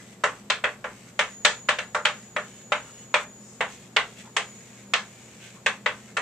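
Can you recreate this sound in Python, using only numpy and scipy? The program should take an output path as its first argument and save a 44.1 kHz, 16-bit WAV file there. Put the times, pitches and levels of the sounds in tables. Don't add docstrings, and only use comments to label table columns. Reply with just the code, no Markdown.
import sys
import numpy as np
from scipy import signal
from scipy.fft import rfft, irfft, next_fast_len
from scipy.io import wavfile
from scipy.ndimage import map_coordinates

SR = 44100
rng = np.random.default_rng(int(sys.argv[2]) if len(sys.argv) > 2 else 0)


def to_wav(sig):
    pcm = np.clip(np.atleast_2d(sig), -1, 1) * 32767
    pcm = np.round(pcm).astype(np.int16)
    wavfile.write(sys.argv[1], SR, pcm.T)


N = 273861
TIME = np.arange(N) / SR
LIFT_S = 0.061

# start_s, gain_db, corner_hz, crack_db, knock_db
LANDINGS = [(0.2372, 14, 2080, -16, 0.5), (0.5, 10.5, 4050, -14.5, -1.5), (0.6393, 11, 2460, -21, 3),
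            (0.842, 5.5, 1840, -27.5, 1.5), (1.1915, 13, 3010, -14.5, -0.5), (1.449, 15.5, 4400, -11, 0),
            (1.6872, 13, 3220, -15, 1.5), (1.7864, 3, 3180, -14.5, -1.5), (1.9469, 14, 1530, -20, -2),
            (2.052, 13, 3400, -16, -2.5), (2.3637, 7.5, 2400, -23, 3.5), (2.7202, 12.5, 2700, -21, 0),
            (3.1411, 15, 2780, -18.5, 1), (3.6072, 9, 2660, -20.5, 4.5), (3.964, 13.5, 3460, -18.5, 0.5),
            (4.3655, 9.5, 3340, -9, -1), (4.9358, 10, 4640, -14, 0.5), (5.662, 11.5, 3020, -14.5, 0),
            (5.8604, 11, 2860, -22.5, 1), (6.1683, 9, 2450, -14.5, 1.5)]
# pitch_hz, then strength_db for a tap at each of four places across the board
PANEL_MODES = [(436, 4.0, 0.0, -8.0, -11.0), (511, 0.0, 5.0, 4.0, -3.0), (598, -2.0, 7.0, 10.0, 11.0),
               (673, 2.0, -11.0, -11.0, -11.0), (797, 2.0, 0.0, -9.0, -11.0), (834, -11.0, -11.0, 1.0, 3.0),
               (877, -1.0, -11.0, -2.0, 3.0), (1023, 2.0, 2.0, -6.0, 1.0), (1061, 4.0, -0.0, -6.0, 2.0),
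               (1141, 5.0, -11.0, 3.0, -11.0), (1276, -8.0, -11.0, 1.0, 3.0),
               (1335, -11.0, -6.0, -11.0, 3.0), (1378, -11.0, -2.0, 5.0, -3.0),
               (1427, -11.0, -11.0, -5.0, 5.0), (1561, 4.0, -2.0, -4.0, 1.0), (1707, -4.0, -3.0, 4.0, -8.0),
               (1766, -7.0, -1.0, 2.0, -7.0), (1825, -6.0, 3.0, -2.0, -11.0), (1981, 2.0, -2.0, -1.0, -8.0),
               (2030, 5.0, -3.0, -0.0, -11.0), (2229, 3.0, -2.0, -0.0, -11.0), (2536, 2.0, 1.0, -4.0, 1.0),
               (2595, 3.0, 3.0, -8.0, -1.0), (2643, 4.0, 4.0, -4.0, 1.0), (2762, 7.0, 3.0, -4.0, -5.0),
               (3117, 2.0, 2.0, 1.0, -3.0), (3316, 2.0, 3.0, -3.0, -2.0), (3359, 1.0, 3.0, -2.0, 3.0)]
# frequency_hz, gain_db
RADIATION = [(60, -30), (170, -11.5), (370, -13.5), (430, 2), (750, 4.5), (1100, 9), (1700, 12), (2600, 10),
             (3600, 10), (5000, 3.5), (6500, 7.5), (8200, 2.5), (10000, -14), (13000, -24.5)]
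# start_s, end_s, start_place_widths (0-1 across the board)
WRITTEN_LINES = [(0, 3.27, 0.75), (3.6, 5.8, 0.61)]


def amp(db):
    return 10 ** (np.asarray(db) / 20)


def unit(x):
    return x / np.sqrt(np.mean(x ** 2) + 1e-20)


def along(points, hz):
    frequencies, values = np.transpose(points)
    return np.interp(np.log(hz + 1), np.log(frequencies + 1), values)


def wobble(rate):
    return map_coordinates(rng.standard_normal(int(N * rate / SR) + 4), [TIME * rate])


def swell(middle_s, length_s):
    return np.cos(np.pi * np.clip((TIME - middle_s) / length_s, -.5, .5))


def filtered(x, gain):
    size = next_fast_len(x.shape[-1] + SR // 4)
    return irfft(rfft(x, size) * gain(np.fft.rfftfreq(size, 1 / SR)), size)[..., :x.shape[-1]]


def coloured(x, gain, size=32768):
    cepstrum = irfft(np.log(np.maximum(gain(np.fft.rfftfreq(size, 1 / SR)), 1e-6)))
    cepstrum[1:size // 2] *= 2
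    cepstrum[size // 2 + 1:] = 0
    return irfft(rfft(x, size) * np.exp(rfft(cepstrum)))[..., :x.shape[-1]]


def port_noise(n, apart_hz):
    turn = lambda hz: np.arccos(1 / (1 + (hz / apart_hz) ** 2)) / 2
    shares = lambda hz: np.array([np.cos(turn(hz)), np.sin(turn(hz))])
    mid, side = filtered(rng.standard_normal((2, n)), shares)
    return np.array([mid + side, mid - side])


def tone(hz):
    return np.sqrt(2) * np.sin(2 * np.pi * np.cumsum(hz) / SR)


def ripple(hz, depth_db, spacing_hz):
    knots = rng.standard_normal(SR // 50)
    return unit(amp(depth_db * map_coordinates(knots, [hz / spacing_hz])))


def ventilation():
    # frequency_hz, gain_db
    air_spectrum = [(25, -33), (60, -18), (95, -14.5), (150, -8), (205, 0.5), (320, -15), (450, -10.5),
                    (900, -19), (2400, -23.5), (5000, -28.5), (6400, -27.5), (7600, -25), (9500, -37),
                    (14000, -39)]
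    # pitch_hz, level_db, wander_hz
    hum_tones = [(120.9, -58, 0.24), (204.9, -58, 1.96), (360.6, -65, 0.43), (11840, -80, 3.8)]
    air = filtered(port_noise(N, apart_hz=1310), lambda hz: amp(along(air_spectrum, hz)))
    air *= amp(-27.5 + 0.095 * wobble(2.6))
    hum = sum(amp(db) * tone(hz + wander_hz * wobble(12)) for hz, db, wander_hz in hum_tones)
    return air + hum


def whistle(pitch_hz=6860, drift_hz=22, flutter_hz=45, flicker_db=1.5, gain_db=7, attack_s=0.11):
    # time_s, relative_db
    contour = [(1.1, -61), (1.23, -61), (1.37, -53.5), (1.55, -51.5), (1.77, -61.5), (2.11, -58.5),
               (2.47, -59.5), (2.99, -57), (3.11, -60), (3.5, -59.5), (3.99, -70), (4.26, -66), (4.53, -55),
               (4.67, -63.5), (5.04, -62), (5.14, -64.5), (5.73, -70), (6.21, -73)]
    contour_db = np.interp(TIME, *np.transpose(contour)) + 0.9 * wobble(18)
    onset = np.clip((TIME - contour[0][0]) / attack_s, 0, 1)
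    pitch = pitch_hz + drift_hz * wobble(4.6)
    ports = [tone(pitch + flutter_hz * wobble(200)) * amp(flicker_db * wobble(30)) for _ in range(2)]
    return onset * amp(contour_db + gain_db) * unit(np.array(ports))


def sleeve(level_db=-55.5, centre_hz=6500):
    band = lambda hz: 1 / (1 + (np.log2((hz + 1) / centre_hz) / 0.41) ** 4)
    swish = filtered(port_noise(N, apart_hz=2200), band)
    return amp(level_db) * swell(middle_s=3.5, length_s=0.25) * unit(swish)


def board_sway(gain_db=-75, t60_s=1.0, centre_hz=58):
    push = np.zeros(N)
    for start_s, tap_db, _, _, knock_db in LANDINGS:
        push += (TIME >= start_s) * amp(tap_db + knock_db - 60 * np.abs(TIME - start_s) / t60_s)
    band = lambda hz: 1 / (1 + np.log2((hz + 1) / centre_hz) ** 4)
    boom = filtered(port_noise(N, apart_hz=127), band)
    return amp(gain_db) * push * unit(boom)


def friction(n, scrape_db, centre_hz, hiss_db, grain_db=2.0, width_octaves=0.43, grains_per_s=380):
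    # frequency_hz, gain_db
    powder_spectrum = [(1500, -28), (3500, -3), (5000, -2), (6500, 4.5), (8000, 2), (10000, -11.5),
                       (14000, -15)]
    size = max(n, SR // 3)
    grains = map_coordinates(rng.standard_normal(SR // 50), [TIME[:size] * grains_per_s])
    crumbs = port_noise(size, apart_hz=2200) * amp(grain_db * grains)
    band = lambda hz: 1 / np.sqrt(1 + (np.log2((hz + 1) / centre_hz) / width_octaves) ** 4)
    panel = lambda hz: amp(along(RADIATION, hz)) * ripple(hz, depth_db=3.5, spacing_hz=127.2)
    scrape = amp(scrape_db) * unit(filtered(crumbs, lambda hz: band(hz) * panel(hz)))
    hiss = amp(hiss_db) * unit(filtered(crumbs, lambda hz: amp(along(powder_spectrum, hz))))
    return (scrape + hiss)[:, :n]


def drags(swing_s=0.131, swing_db=0.5, release_s=0.044):
    out = np.zeros((2, N))
    starts = [0] + [row[0] for row in LANDINGS]
    for start_s, next_s in zip(starts, starts[1:] + [np.inf]):
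        line_ends = [end_s for _, end_s, _ in WRITTEN_LINES if end_s > start_s]
        stop_s = min([next_s - LIFT_S] + line_ends)
        touching = (TIME >= start_s) & (TIME < stop_s)
        t = TIME[touching] - start_s
        swing = amp(swing_db * np.cos(2 * np.pi * t / swing_s))
        release = np.clip((stop_s - start_s - t) / release_s, 0, 1)
        slide = friction(len(t), scrape_db=-58, centre_hz=2250, hiss_db=-58)
        out[:, touching] += swing * release * slide
    return out


def scrapes():
    # middle_s, length_s, scrape_db, centre_hz, hiss_db
    bites = [(0.01, 0.094, -52.5, 1510, -59), (1.088, .08, -61, 1600, -60), (2.879, .12, -54.5, 1140, -68),
             (3.222, .066, -56, 2200, -50), (3.724, .12, -54, 2310, -52), (4.197, 0.085, -47.5, 2500, -53),
             (4.269, 0.088, -52.5, 850, -79), (4.856, 0.048, -65, 1000, -78),
             (5.456, .15, -49.5, 2280, -56.5), (5.578, 0.066, -53.5, 900, -72),
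             (6.101, .08, -54, 1730, -58)]
    out = np.zeros((2, N))
    for middle_s, length_s, scrape_db, centre_hz, hiss_db in bites:
        biting = np.abs(TIME - middle_s) < length_s / 2
        scrape = friction(biting.sum(), scrape_db, centre_hz, hiss_db)
        out[:, biting] += swell(middle_s, length_s)[biting] * scrape
    return out


def place_at(time_s, widths_per_s=0.061):
    start_s, _, start_place = [line for line in WRITTEN_LINES if line[0] <= time_s + LIFT_S][-1]
    return start_place + widths_per_s * (time_s - start_s)


def mode_strengths(place, scatter_db=0.5):
    places = [.66, .78, .86, .93]
    mode_db = np.array([[np.interp(place, places, row[1:])] for row in PANEL_MODES])
    return mode_db + scatter_db * rng.standard_normal(mode_db.shape)


def mode_clusters(hz, mode_db, relative_width=0.018, cluster_db=-6.0):
    mode_hz = np.array(PANEL_MODES)[:, :1]
    power = amp(mode_db + cluster_db) ** 2 / (1 + ((hz / mode_hz - 1) / relative_width) ** 4)
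    return np.sqrt(1 + power.sum(0))


def first_waves(t, decay_s=0.0027, echo_s=0.0035, echo_db=9):
    burst = lambda age: (age >= 0) * np.exp(-np.abs(age) / decay_s)
    envelope = burst(t) + amp(echo_db) * burst(t - echo_s)
    return port_noise(len(t), apart_hz=5000) * envelope / np.linalg.norm(envelope)


def dense_ring(t):
    # frequency_hz, t60_s
    ring_times = [(150, 0.61), (500, 0.26), (1200, 0.23), (3000, .2), (8500, 0.25), (13000, 0.15)]
    hz, age_s, bands = signal.stft(port_noise(len(t), apart_hz=2080), SR, nperseg=256)
    decay = amp(-60 * age_s / along(ring_times, hz)[:, None])
    tail = signal.istft(bands * decay, SR, nperseg=256)[1][:, :len(t)]
    return unit(tail) / np.sqrt(len(t))


def ringing_modes(t, mode_db, t60_s=0.18, port_phase_rad=0.29):
    hz = np.array(PANEL_MODES)[:, :1]
    tilt_db = along([(500, 4.5), (620, 4.0), (900, 0.5), (1700, -0.5), (3300, -6.5)], hz)
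    life_s = t60_s / np.log(1000)
    phase = rng.uniform(0, 2 * np.pi, hz.shape)
    port_shift = port_phase_rad * (hz / hz.max()) ** 2.4 * rng.standard_normal((2, *hz.shape))
    sines = amp(mode_db + tilt_db) * np.sin(2 * np.pi * hz * t + phase + port_shift)
    return sines.sum(1) * np.exp(-t / life_s) * 2 / (life_s * SR)


def tap(place, corner_hz, crack_db, knock_db):
    # frequency_hz, gain_db
    burst_share = [(600, -10.5), (1200, -12), (2500, -6), (8000, -4.5), (12000, -2.5)]
    t = np.arange(SR // 3) / SR
    mode_db = mode_strengths(place)
    direct = first_waves(t) * (corner_hz / 3000) ** 0.36
    direct = coloured(direct, lambda hz: amp(along(burst_share, hz)))
    peaks = lambda hz: mode_clusters(hz, mode_db) * ripple(hz, depth_db=1.65, spacing_hz=171.6)
    crowd = coloured(direct + amp(-3) * dense_ring(t), peaks)
    panel = crowd + ringing_modes(t, mode_db)
    contact = lambda hz: np.sqrt(1 / (1 + (hz / corner_hz) ** 7) + amp(crack_db) ** 2)
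    weight = lambda hz: amp(knock_db / (1 + (hz / 950) ** 4))
    return coloured(panel, lambda hz: amp(along(RADIATION, hz)) * contact(hz) * weight(hz))


def taps():
    out = np.zeros((2, N + SR))
    for start_s, gain_db, corner_hz, crack_db, knock_db in LANDINGS:
        hit = amp(gain_db) * tap(place_at(start_s), corner_hz, crack_db, knock_db)
        first = round(start_s * SR)
        out[:, first:first + hit.shape[1]] += hit
    return out[:, :N]


def scene():
    return taps() + board_sway() + drags() + scrapes() + sleeve() + ventilation() + whistle()


def record(dry, ceiling=0.95, top_hz=14600):
    # frequency_hz, left_minus_right_db
    port_balance = [(1000, 0.33), (4500, -0.4), (5500, -1), (6400, -8.5), (7000, 4.5), (7700, 16.5),
                    (8500, 7), (10000, 8), (12500, 2)]
    heard = filtered(dry, lambda hz: amp(np.outer([0.5, -0.5], along(port_balance, hz))))
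    rounded = heard / (1 + np.abs(heard / ceiling) ** 8) ** (1 / 8)
    return filtered(rounded, lambda hz: 1 / np.sqrt(1 + (hz / top_hz) ** 80))


dry = scene()
out = record(dry)
to_wav(out)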